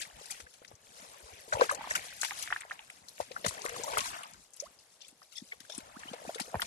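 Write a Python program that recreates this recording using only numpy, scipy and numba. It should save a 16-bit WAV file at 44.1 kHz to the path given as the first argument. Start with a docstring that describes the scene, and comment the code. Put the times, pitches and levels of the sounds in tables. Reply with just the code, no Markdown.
"""Bare feet wade through wet mud and puddles: air pockets pop as resonant bubbles with gliding, decaying tones.
Splats are showers of high-pitched droplets, thuds are low sagging notes, and gulps are gliding whistles.
Stirred water fizzes and gurgles as thousands of short bubble tones; grit scrapes ring a hollow body's few notes.
Filtered noise makes a soft outdoor hiss. All is heard close, in stereo, with level and time differences."""
import sys
import numpy as np
from scipy import signal
from scipy.fft import rfft, irfft, next_fast_len
from scipy.io import wavfile
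from scipy.ndimage import uniform_filter1d
from numba import njit

SR = 44100
rng = np.random.default_rng(int(sys.argv[2]) if len(sys.argv) > 2 else 0)


def log_audio(samples):
    """Write samples as a 16-bit WAV file to the path given in sys.argv[1]."""
    # one column per channel
    frames = np.atleast_2d(samples).T
    # limit to full scale, then quantise
    limited = np.clip(frames, -1, 1)
    pcm = np.round(limited * 32767).astype(np.int16)
    wavfile.write(sys.argv[1], SR, pcm)


N = 293706


def undb(db):
    """Level to amplitude: 20 dB is a factor of ten."""
    return 10 ** (np.asarray(db) / 20)


def colour(x, points):
    """Linear filtering: weight the spectrum by (f/Hz, gain/dB) points joined along log frequency."""
    hz, db = np.transpose(points)
    size = next_fast_len(N)
    bins = np.maximum(np.fft.rfftfreq(size, 1 / SR), 1)
    gain = undb(np.interp(np.log(bins), np.log(hz), db))
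    return irfft(rfft(x, size) * gain, size)[..., :N]


def walk(rate):
    """Slow random modulation: levels held 1 / rate s, then smoothed twice; spread near 1."""
    hold = int(SR / rate)
    steps = np.repeat(rng.standard_normal(N // hold + 1), hold)
    return 1.3 * uniform_filter1d(uniform_filter1d(steps, hold), hold)[:N]


@njit
def ring(s, hz, swell, fade, glide, left, right, lead, count, sr):
    """Transient resonance: gliding sines, 8 dB down swell s before and fade s after the peak; right lags by lead s."""
    out = np.zeros((2, count))
    for e in range(len(s)):
        for c in range(2):
            peak = (s[e] + c * lead[e]) * sr
            size = left[e] if c == 0 else right[e]
            first = max(int(peak - 2.2 * swell[e] * sr), 0)
            last = min(int(peak + 4 * fade[e] * sr), count)
            for i in range(first, last):
                t = (i - peak) / sr
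                u = -t / swell[e] if t < 0 else t / fade[e]
                fall = u * u if t < 0 else u * np.sqrt(u)
                phase = 2 * np.pi * hz[e] * t * (1 + glide[e] * t / 2)
                out[c, i] += size * np.exp(-.92 * fall) * np.sin(phase)
    return out


def bubbles(s, db, hz, swell, fade, pan_db, octaves, lead_ms):
    """Bubble resonance: each air pocket rings, its pitch moving by about octaves over swell plus fade."""
    one = np.ones(len(s))
    glide = np.log(2) * octaves / (swell + fade)
    left, right = undb(db + pan_db / 2) * one, undb(db - pan_db / 2) * one
    return ring(s, hz, swell, fade, glide, left, right, lead_ms / 1000 * one, N, float(SR))


def droplets(s, db, centre_hz, pan_db, spread, turns, scatter_db, lead_ms, wander_ms, low_hz=40):
    """Superposition of tiny bubbles, random in pitch, level and place, fading 8 dB in turns cycles."""
    pitch, size, place, side = rng.standard_normal((len(s), 4)).T
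    hz = np.clip(centre_hz * 2 ** (spread * pitch), low_hz, 15000)
    swell, fade, octaves = .4 * turns / hz, turns / hz, .06
    level_db = db + scatter_db * np.abs(size)
    return bubbles(s, level_db, hz, swell, fade, pan_db + 0.5 * side, octaves, lead_ms + wander_ms * place)


def shower(s, swell, fade, count):
    """Random arrivals round each peak: droplet times, and levels falling 7 dB per swell or fade time."""
    s, swell, fade = (np.repeat(c, count) for c in (s, swell, fade))
    where = 5.5 * rng.random(len(s)) - 1.5  # in swell times before the peak, fade times after it
    return s + where * np.where(where < 0, swell, fade), -7 * np.abs(where)


# chosen spectrum for the soft hiss, with almost nothing above 13 kHz: (f/Hz, relative level/dB)
HISS_SPECTRUM = [(30, -29), (70, 0), (250, -1.5), (550, 8.5), (3000, -10), (11500, -19.5), (13000, -43)]
HISS_DB = -74.5  # level before the swell and the overall tone


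def air():
    """Partial coherence: a shared hiss plus independent noise in each channel, swelling a little."""
    shared, left, right = colour(rng.standard_normal((3, N)), HISS_SPECTRUM)
    hiss = np.array([left, right]) + 1.73 * shared
    swell_db = np.array([[1.5], [-1.5]]) + walk(3)
    return hiss * undb(HISS_DB + swell_db) / np.std(hiss)


# water draining and stirring round the legs, before each layer's share: (t/s, fizz level/dB, gurgle level/dB)
STIRRING = [(0.0, -36, -55.5), (0.12, -47, -59.5), (0.33, -44, -61.5), (0.48, -55, -73),
            (0.82, -57.5, -70.5), (1.01, -50, -62), (1.5, -49, -62.5), (1.56, -47, -39), (1.64, -35, -44),
            (1.68, -48, -56), (1.85, -45, -49.5), (2.2, -42.5, -59.5), (2.26, -33, -61), (2.42, -39.5, -52),
            (2.67, -55, -61.5), (3.15, -53, -71.5), (3.55, -43, -53), (3.65, -42, -51.5),
            (3.97, -38, -43.5), (4.09, -39.5, -49), (4.25, -48, -52), (4.47, -57, -87),
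            (4.65, -52.5, -66.5), (4.76, -59, -77.5), (5.28, -55, -95), (5.67, -54.5, -72),
            (5.73, -47.5, -60.5), (5.95, -54.5, -57), (6.35, -47.5, -52.5), (6.49, -47, -59),
            (6.66, -45, -55)]
# pitch of the gurgle as the hollow round the leg opens and fills: (t/s, f/Hz)
GURGLE_PITCH = [(0, 659), (1.5, 532), (1.74, 540), (1.79, 770), (1.88, 940), (1.93, 648), (2.4, 750),
                (2.5, 1066), (2.7, 917), (3.2, 574), (3.953, 550), (4.031, 850), (4.5, 766), (5.7, 600),
                (6.0, 723), (6.66, 662)]
# wakes left by events: drive relative to the event in dB, time to fall 8.7 dB in s
FIZZ_WAKE_DB, FIZZ_WAKE_S = 3.5, 0.008
GURGLE_WAKE_DB, GURGLE_WAKE_S = -14.5, 0.012
WAKE_RISE_S = 0.0047


def slosh():
    """Entrained-air noise: fizz, crackle, plips, gurgle and dull rumble follow the stirring in uneven spurts."""
    _, fizz_db, slow_gurgle_db = np.transpose(STIRRING)
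    sprays = [(s, db + 10 * np.log10(spread)) for s, db, _, _, spread in SPLAT_EVENTS]  # wide splats fizz more
    fizz_db = stirred(fizz_db, sprays, FIZZ_WAKE_DB, FIZZ_WAKE_S)
    gurgle_db = stirred(slow_gurgle_db, POP_EVENTS, GURGLE_WAKE_DB, GURGLE_WAKE_S)
    thud_wake_db = stirred(slow_gurgle_db, THUD_EVENTS, GURGLE_WAKE_DB, GURGLE_WAKE_S)
    both_db = (gurgle_db + fizz_db) / 2
    rumble_db = 0.52 * thud_wake_db  # flatter dynamics
    hollow_hz = np.interp(np.arange(N) / SR, *np.transpose(GURGLE_PITCH))
    fizz_turns, plip_turns, gurgle_turns = 6.5, 3., 5.
    # droplets, level/dB, centre f/Hz, spread/octaves, fade/cycles, size scatter/dB, share/dB
    layers = [
        (32000, fizz_db, 7805.0, 0.693, fizz_turns, 1.37, -19.5),  # fine fizz
        (300, both_db, 1940.0, 0.606, plip_turns, 1.4, -4.5),  # lone plips
        (400, fizz_db, 11670.0, 0.37, plip_turns, 2.7, -7.0),  # high plips
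        (1500, gurgle_db, hollow_hz, 0.286, gurgle_turns, 1.5, -9.0),  # gurgle
        (3000, gurgle_db, 1.551 * hollow_hz, 0.413, gurgle_turns, 1.87, -6.5),  # upper gurgle
        (12000, both_db, 2456.0, 0.466, fizz_turns, 0.63, -16.5),  # crackle
        (1500, rumble_db, 220.0, 0.85, 0.99, 0.45, -35.5),  # dull rumble
    ]
    out = 0
    for count, curve_db, hz, spread, turns, scatter_db, share_db in layers:
        s = rng.random(count) * N / SR
        at = (s * SR).astype(int)
        db = (curve_db + 3 * walk(25))[at] + share_db
        centre_hz = (hz * np.ones(N))[at]
        out = out + droplets(s, db, centre_hz, 7.16, spread, turns, scatter_db, 0.4284, 0.12)
    return out


def stirred(curve_db, events, wake_db, wake_s):
    """Energy addition: slow stirring power plus each event's decaying wake, as a level in dB per sample."""
    t = np.arange(N) / SR
    kicks = np.zeros(N)
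    s, db = np.transpose(events)[:2]
    np.add.at(kicks, ((s + WAKE_RISE_S / 2) * SR).astype(int), undb(db + wake_db) ** 2)
    drive = uniform_filter1d(kicks, int(WAKE_RISE_S * SR))
    wake = signal.lfilter([1], [1, -np.exp(-2 / (wake_s * SR))], drive)
    slow = undb(np.interp(t, np.transpose(STIRRING)[0], curve_db)) ** 2
    return 10 * np.log10(slow + wake)


# jerks of a gritty scrape on something hollow: (peak t/s, level/dB before the note levels)
SCRAPE_JERKS = [(5.016, -55), (5.05, -54), (5.358, -46), (5.381, -42), (5.701, -45), (5.723, -44),
                (5.75, -52)]
# the hollow's resonances: (f/Hz, relative level/dB)
HOLLOW_NOTES = [(2500, -18), (3450, 2), (4600, -19.5), (5350, -0.5), (6210, -5.5)]
JERK_SWELL_S, JERK_FADE_S = 0.0023, 0.0088  # 7 dB times


def scrapes(count=110):
    """Modal excitation: dense grit impacts set the hollow's few notes ringing."""
    s, db = np.transpose(SCRAPE_JERKS)
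    late, under_db = shower(s, JERK_SWELL_S + 0 * s, JERK_FADE_S + 0 * s, count=count)
    notes = rng.integers(len(HOLLOW_NOTES), size=len(late))
    hz, note_db = np.array(HOLLOW_NOTES)[notes].T
    spread, turns = .07, 12.  # octaves, cycles
    grain_db = np.repeat(db, count) + under_db + note_db - 9
    return droplets(late, grain_db, hz, 8.1, spread, turns, 0.69, 0.51, 0.12)


# closing footprints squeeze their air:
# (t/s, length/s, start f/Hz, end f/Hz, level/dB before flutter, left minus right level/dB)
GULP_EVENTS = [(1.779, 0.032, 742, 990, -47, 1), (3.7, 0.15, 445, 695, -51.5, 10),
               (3.77, 0.053, 559, 400, -48, 7), (4.623, 0.04, 520, 900, -51.5, -6),
               (4.656, 0.026, 980, 1600, -54.5, -2), (5.943, 0.04, 797, 2200, -56.5, -5)]


def gulps():
    """Frequency modulation: a squeezed pocket whistles unsteadily and glides faster towards its end."""
    out = np.zeros((2, N))
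    flutter = undb(3.2 * walk(130))
    for s, length, from_hz, to_hz, db, pan_db in GULP_EVENTS:
        part = np.linspace(0, 1, int(length * SR))
        hz = from_hz * (to_hz / from_hz) ** part ** 1.3
        tone = np.sin(2 * np.pi * np.cumsum(hz) / SR)
        shape = np.minimum(part / .06, 1) * np.minimum((1 - part) / .5, 1)
        sides = undb(db + np.array([[pan_db], [-pan_db]]) / 2)
        start = int(s * SR)
        out[:, start:start + len(part)] += sides * shape * tone
    return out * flutter


# soles and heels sinking into the mud: (peak t/s, peak level/dB, f/Hz)
THUD_EVENTS = [(0.151, -55, 57), (0.439, -52.5, 70), (0.742, -51, 104), (1.029, -52.5, 225),
               (1.248, -52, 63), (1.338, -51, 84), (1.553, -37, 98), (1.792, -47, 256), (3.22, -51, 89),
               (3.468, -32, 174), (3.487, -38, 95), (3.985, -45, 99), (5.129, -56, 272), (5.425, -40, 233),
               (5.61, -54, 253), (5.785, -35, 258), (5.971, -42, 246), (6.059, -45, 260),
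               (6.118, -39.5, 216), (6.283, -38.5, 240), (6.413, -35, 233), (6.551, -33, 174),
               (6.571, -34, 92)]
THUD_CYCLES = 0.68  # from peak to 8 dB down
THUD_SAG = -.25  # octaves


def thuds():
    """Heavily damped resonance: the mud gives under the sole in a low note that sags."""
    s, db, hz = np.transpose(THUD_EVENTS)
    fade = THUD_CYCLES / hz
    return bubbles(s, db, hz, 1.28 * fade, fade, 4.1, THUD_SAG, 0.41)


# thrown water and mud: (peak t/s, nominal level/dB, centre f/Hz, 7 dB fade/ms, pitch spread/octaves)
SPLAT_EVENTS = [(0.019, -37, 8900, 11.2, 0.93), (0.258, -43, 5750, 5, 0.49),
                (0.3104, -33, 8140, 10.5, 0.53), (0.403, -46.5, 3970, 5.3, 1.05),
                (0.54, -52.5, 5360, 3.5, 1.15), (0.649, -49.5, 3000, 4.3, 0.65),
                (0.681, -45.5, 5400, 6.7, 0.17), (0.754, -48, 5960, 4, 0.17),
                (1.534, -35, 6130, 11.1, 0.44), (1.592, -29.5, 2620, 12.5, 0.071),
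                (1.6108, -29.5, 4200, 3.5, 0.27), (1.626, -40, 6550, 21, 0.32),
                (1.7177, -35.5, 10000, 16.4, 0.5), (1.701, -43.5, 4970, 19, 0.5),
                (1.749, -34.5, 7350, 4, 0.45), (1.9113, -36, 7100, 25, 0.44),
                (1.9546, -28.5, 9400, 5.5, 1.32), (2.214, -17.5, 7170, 1.83, 0.12),
                (2.232, -25.5, 8200, 1.6, 0.27), (2.249, -30, 4500, 3, 1.15),
                (2.3906, -33.5, 10500, 7.7, 0.14), (2.426, -33, 9350, 5.1, 0.84),
                (2.607, -31.5, 7900, 2.7, 0.11), (2.727, -43, 4540, 1.6, 0.16),
                (2.74, -52.5, 4800, 1.4, 0.3), (2.8996, -39, 8650, 3.9, 0.13),
                (3.085, -36.5, 4500, 1.96, 0.24), (3.203, -43, 7950, 1.7, 0.58),
                (3.3172, -43, 3540, 4.8, 0.51), (3.447, -33.5, 3050, 7, 0.58),
                (3.4636, -29, 9900, 4.9, 0.92), (3.484, -27.5, 8440, 4.3, 0.6),
                (3.619, -36.5, 5800, 1.8, 0.38), (3.65, -27, 11100, 2.3, 0.14),
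                (3.693, -34.5, 7800, 2, 0.47), (3.837, -27, 6730, 5.1, 0.13),
                (3.98, -16.5, 11300, 1.16, 0.25), (4.007, -31.5, 5740, 5.1, 0.59),
                (4.234, -37.5, 8640, 3.2, 0.2), (4.336, -40.5, 7250, 1.2, 0.25),
                (4.538, -45, 7530, 6.9, 0.31), (4.566, -41.5, 10760, 5.6, 0.23),
                (4.602, -27.5, 6050, 5.6, 0.11), (4.656, -40, 5320, 2.5, 0.083),
                (4.79, -42, 5180, 1.8, 0.1), (5.02, -51, 4290, 26.6, 0.52), (5.083, -38, 8850, 2.5, 0.12),
                (5.231, -44.5, 5500, 3.5, 0.067), (5.327, -53.5, 5850, 13.7, 0.79),
                (5.372, -46.5, 6550, 17.4, 0.8), (5.6046, -45.5, 5930, 4, 0.84),
                (5.701, -47.5, 6160, 13.4, 1.03), (5.75, -39.5, 6700, 4, 0.35),
                (5.805, -51, 5200, 4.4, 1.11), (5.994, -37.5, 6070, 0.81, 0.15),
                (5.78, -28.5, 9100, 3.2, 0.093), (6.1343, -47, 3460, 6.5, 1.08),
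                (6.349, -41.5, 5400, 8.3, 0.77), (6.402, -33.5, 6400, 7.5, 0.78),
                (6.418, -32.5, 4900, 5.9, 0.13), (6.605, -22, 12740, 8.8, 0.11),
                (6.6193, -27.5, 2940, 2.4, 0.96)]
SPLAT_SWELL = 0.35  # swell time as a share of the fade


def splats(count=90):
    """Superposition of droplet impacts: each splat is a shower that swells, then dies away."""
    s, db, hz, fade_ms, spread = np.transpose(SPLAT_EVENTS)
    late, under_db = shower(s, SPLAT_SWELL * fade_ms / 1000, fade_ms / 1000, count=count)
    # a longer or wider shower spreads its droplets thinner, so each must be larger
    db = db + 10 * np.log10(fade_ms * spread / 2.93)
    db, hz, spread = (np.repeat(c, count) for c in (db, hz, spread))
    turns = 5.5  # cycles
    return droplets(late, db + under_db - 13.0, hz, 12.6, spread, turns, 0.16, 0.485, 0.03)


# air pockets bursting in the mud: (peak t/s, peak level/dB, f/Hz, 8 dB fade/ms)
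POP_EVENTS = [(0.214, -46.5, 470, 2.5), (0.302, -45, 1750, 2), (0.31, -48, 2300, 3.7),
              (0.323, -49, 2370, 5.4), (0.4025, -44.5, 540, 1.2), (0.468, -48, 1580, 3.5),
              (0.618, -45, 400, 1.3), (0.715, -45, 490, 1.66), (1.4813, -42, 426, 1.45),
              (1.5264, -23.5, 1450, 3.4), (1.53, -31.5, 604, 7.4), (1.535, -26.5, 1350, 2.5),
              (1.554, -35, 945, 6.6), (1.571, -30.5, 576, 3.5), (1.5975, -25.5, 544, 2.6),
              (1.6115, -16, 990, 2.6), (1.619, -28.5, 1580, 11), (1.619, -16, 504, 5.7),
              (1.696, -25, 1610, 5.3), (1.702, -41, 2390, 3.8), (1.7127, -25.5, 1150, 3.7),
              (1.7241, -33.5, 574, 8.9), (1.7351, -36.5, 600, 4.9), (1.7782, -38, 714, 2.8),
              (1.811, -37, 880, 4.2), (1.8425, -38.5, 1060, 2.9), (1.851, -39, 880, 2.4),
              (1.866, -45, 990, 1.4), (1.874, -36, 890, 1.4), (1.9103, -25.5, 1740, 3.6),
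              (1.913, -39.5, 627, 5), (1.956, -32.5, 2360, 1.1), (1.956, -26.5, 1426, 4.8),
              (1.978, -38, 2110, 3.5), (1.994, -39, 1930, 1.6), (2.233, -22.5, 1400, 0.58),
              (2.244, -39, 2640, 3.8), (2.309, -29, 2110, 0.59), (2.318, -43.5, 1190, 5.2),
              (2.461, -46, 1440, 0.63), (2.505, -31, 1510, 1.4), (2.476, -35, 1800, 1.03),
              (2.51, -40, 1910, 3.3), (2.5153, -41, 720, 3.5), (2.5262, -21.5, 1540, 1.66),
              (2.5631, -31, 1550, 2.3), (2.599, -64, 2450, 0.92), (2.6107, -41, 1860, 1.9),
              (2.62, -37, 2280, 0.32), (2.6344, -42, 1690, 1.3), (2.652, -49, 626, 2.3),
              (2.699, -46, 2450, 1.5), (2.711, -33.5, 1500, 1.7), (2.716, -32.5, 1700, 2.4),
              (2.728, -52, 905, 1.9), (2.7926, -39.5, 2400, 1.3), (2.901, -40.5, 2060, 1.33),
              (3.1806, -42, 1900, 0.52), (3.203, -26.5, 614, 2.44), (3.313, -41, 504, 5.7),
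              (3.3651, -30.5, 1390, 2.8), (3.4475, -28, 544, 1.9), (3.4483, -36, 1700, 4.1),
              (3.4577, -30.5, 590, 3.5), (3.4638, -26.5, 1240, 2), (3.51, -37, 1180, 0.27),
              (3.58, -40.5, 1700, 3), (3.645, -39, 1200, 3.3), (3.657, -35, 1050, 2.8),
              (3.676, -42, 1090, 4), (3.685, -40, 1780, 2.5), (3.6529, -31.5, 470, 2.8),
              (3.662, -31.5, 1740, 2.2), (3.6947, -34.5, 1730, 1.6), (3.762, -43, 1110, 4.5),
              (3.799, -39.5, 468, 5.7), (3.8422, -39, 935, 8.4), (3.8798, -37.5, 564, 8.2),
              (3.881, -35.5, 1090, 4.2), (3.9727, -18, 1130, 0.74), (3.939, -39, 1050, 4),
              (3.9927, -26, 2240, 0.49), (4.012, -38.5, 1090, 11), (4.058, -39.5, 950, 5.1),
              (4.235, -43, 2720, 3), (5.219, -51, 1170, 2.3), (5.5222, -37, 2120, 5.6),
              (5.5321, -54, 640, 3.7), (5.651, -52.5, 1500, 2.9), (5.699, -43, 600, 5.9),
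              (6.035, -42, 1670, 3.4), (6.086, -45, 3000, 9), (6.137, -35.5, 580, 3.44),
              (6.2203, -47, 620, 3), (6.283, -49, 2450, 5.3), (6.253, -39.5, 610, 3.2),
              (6.2946, -31.5, 615, 3.35), (6.306, -56, 1820, 1.7), (6.352, -51, 3330, 4.5),
              (6.384, -41, 2050, 4.5), (6.4, -33.5, 716, 2.7), (6.36, -37, 480, 4.1),
              (6.398, -36, 1560, 1.64), (6.481, -41.5, 490, 3.6), (6.533, -43, 610, 2.5),
              (6.5438, -23, 695, 1.14), (6.555, -37.5, 1500, 1.9), (6.5552, -33.5, 790, 2.9),
              (6.597, -30, 1450, 1.75), (6.6258, -28.5, 1210, 1.26)]
# where the working foot stands: (t/s, left minus right level/dB, left lead/ms)
FOOT_PLACE = [(0, 8.5, 0.39), (1.7, 6.5, 0.35), (1.8, -1, -0.054), (1.96, 4.5, 0.423), (2.25, 5.5, 0.091),
              (2.8, 3, 0.064), (3.198, 10.5, 0.36), (4.3, 3.5, 0.25), (5.699, 7.5, 0.216), (6.1, 6, 0.19),
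              (6.36, 3.5, -0.27), (6.66, 3, 0.34)]
POP_RISE = 0.28  # octaves per kHz of pitch for quick pops: small pockets chirp more
POP_QUICK_MS = 2.2  # pockets that ring longer than this hold their pitch better


def pops(count=28):
    """Bubble resonance: each pocket rings once, rising as it opens; mud tearing round it adds small neighbours."""
    s, db, hz, fade_ms = np.transpose(POP_EVENTS)
    when, foot_db, foot_ms = np.transpose(FOOT_PLACE)
    pan_db, lead_ms = np.interp(s, when, foot_db), np.interp(s, when, foot_ms)
    fade = fade_ms / 1000
    rise = POP_RISE * hz / 1000 * np.minimum(POP_QUICK_MS / fade_ms, 1) ** 2
    pockets = bubbles(s, db, hz, 0.29 * fade, fade, pan_db, rise, lead_ms)
    late, under_db = shower(s, 0.932 * fade, 2.3 * fade, count=count)
    db_n, hz_n, pan_n, lead_n = (np.repeat(c, count) for c in (db, hz, pan_db, lead_ms))
    turns, scatter_db, spread, share_db = 2.6, 2.5, .36, -16.5
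    tear_db = db_n + under_db + share_db
    tearing = droplets(late, tear_db, 1.071 * hz_n, pan_n, spread, turns, scatter_db, lead_n, 0.19, low_hz=447)
    return pockets + tearing


def scene():
    """Linear superposition of all sources, from background to main source."""
    return air() + slosh() + scrapes() + gulps() + thuds() + splats() + pops()


# tonal tilt between the channels: (f/Hz, left minus right level/dB)
STEREO_TILT = [(60, 0), (400, -1.5), (2500, -4.5), (3400, -2.5), (6700, -0.5), (8500, -3), (15000, -10.5)]
# overall tone, a bright rise to 11.5 kHz, then a steep drop above 12.6 kHz: (f/Hz, gain/dB)
OVERALL_TONE = [(30, 2), (100, -1.5), (11500, 9.5), (12600, 4), (13500, -41.5), (16000, -17.5)]
TOP_HZ = 15850  # low-pass edge


def record(dry):
    """Linear filtering: a left/right tilt, the overall tone and a steep low-pass."""
    tilt = np.array(STEREO_TILT)
    left = colour(dry[0], tilt * [1, .5])
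    right = colour(dry[1], tilt * [1, -.5])
    wet = colour(np.array([left, right]), OVERALL_TONE)
    return signal.sosfilt(signal.ellip(10, .2, 80, TOP_HZ, fs=SR, output="sos"), wet)


dry = scene()
out = record(dry)
log_audio(out)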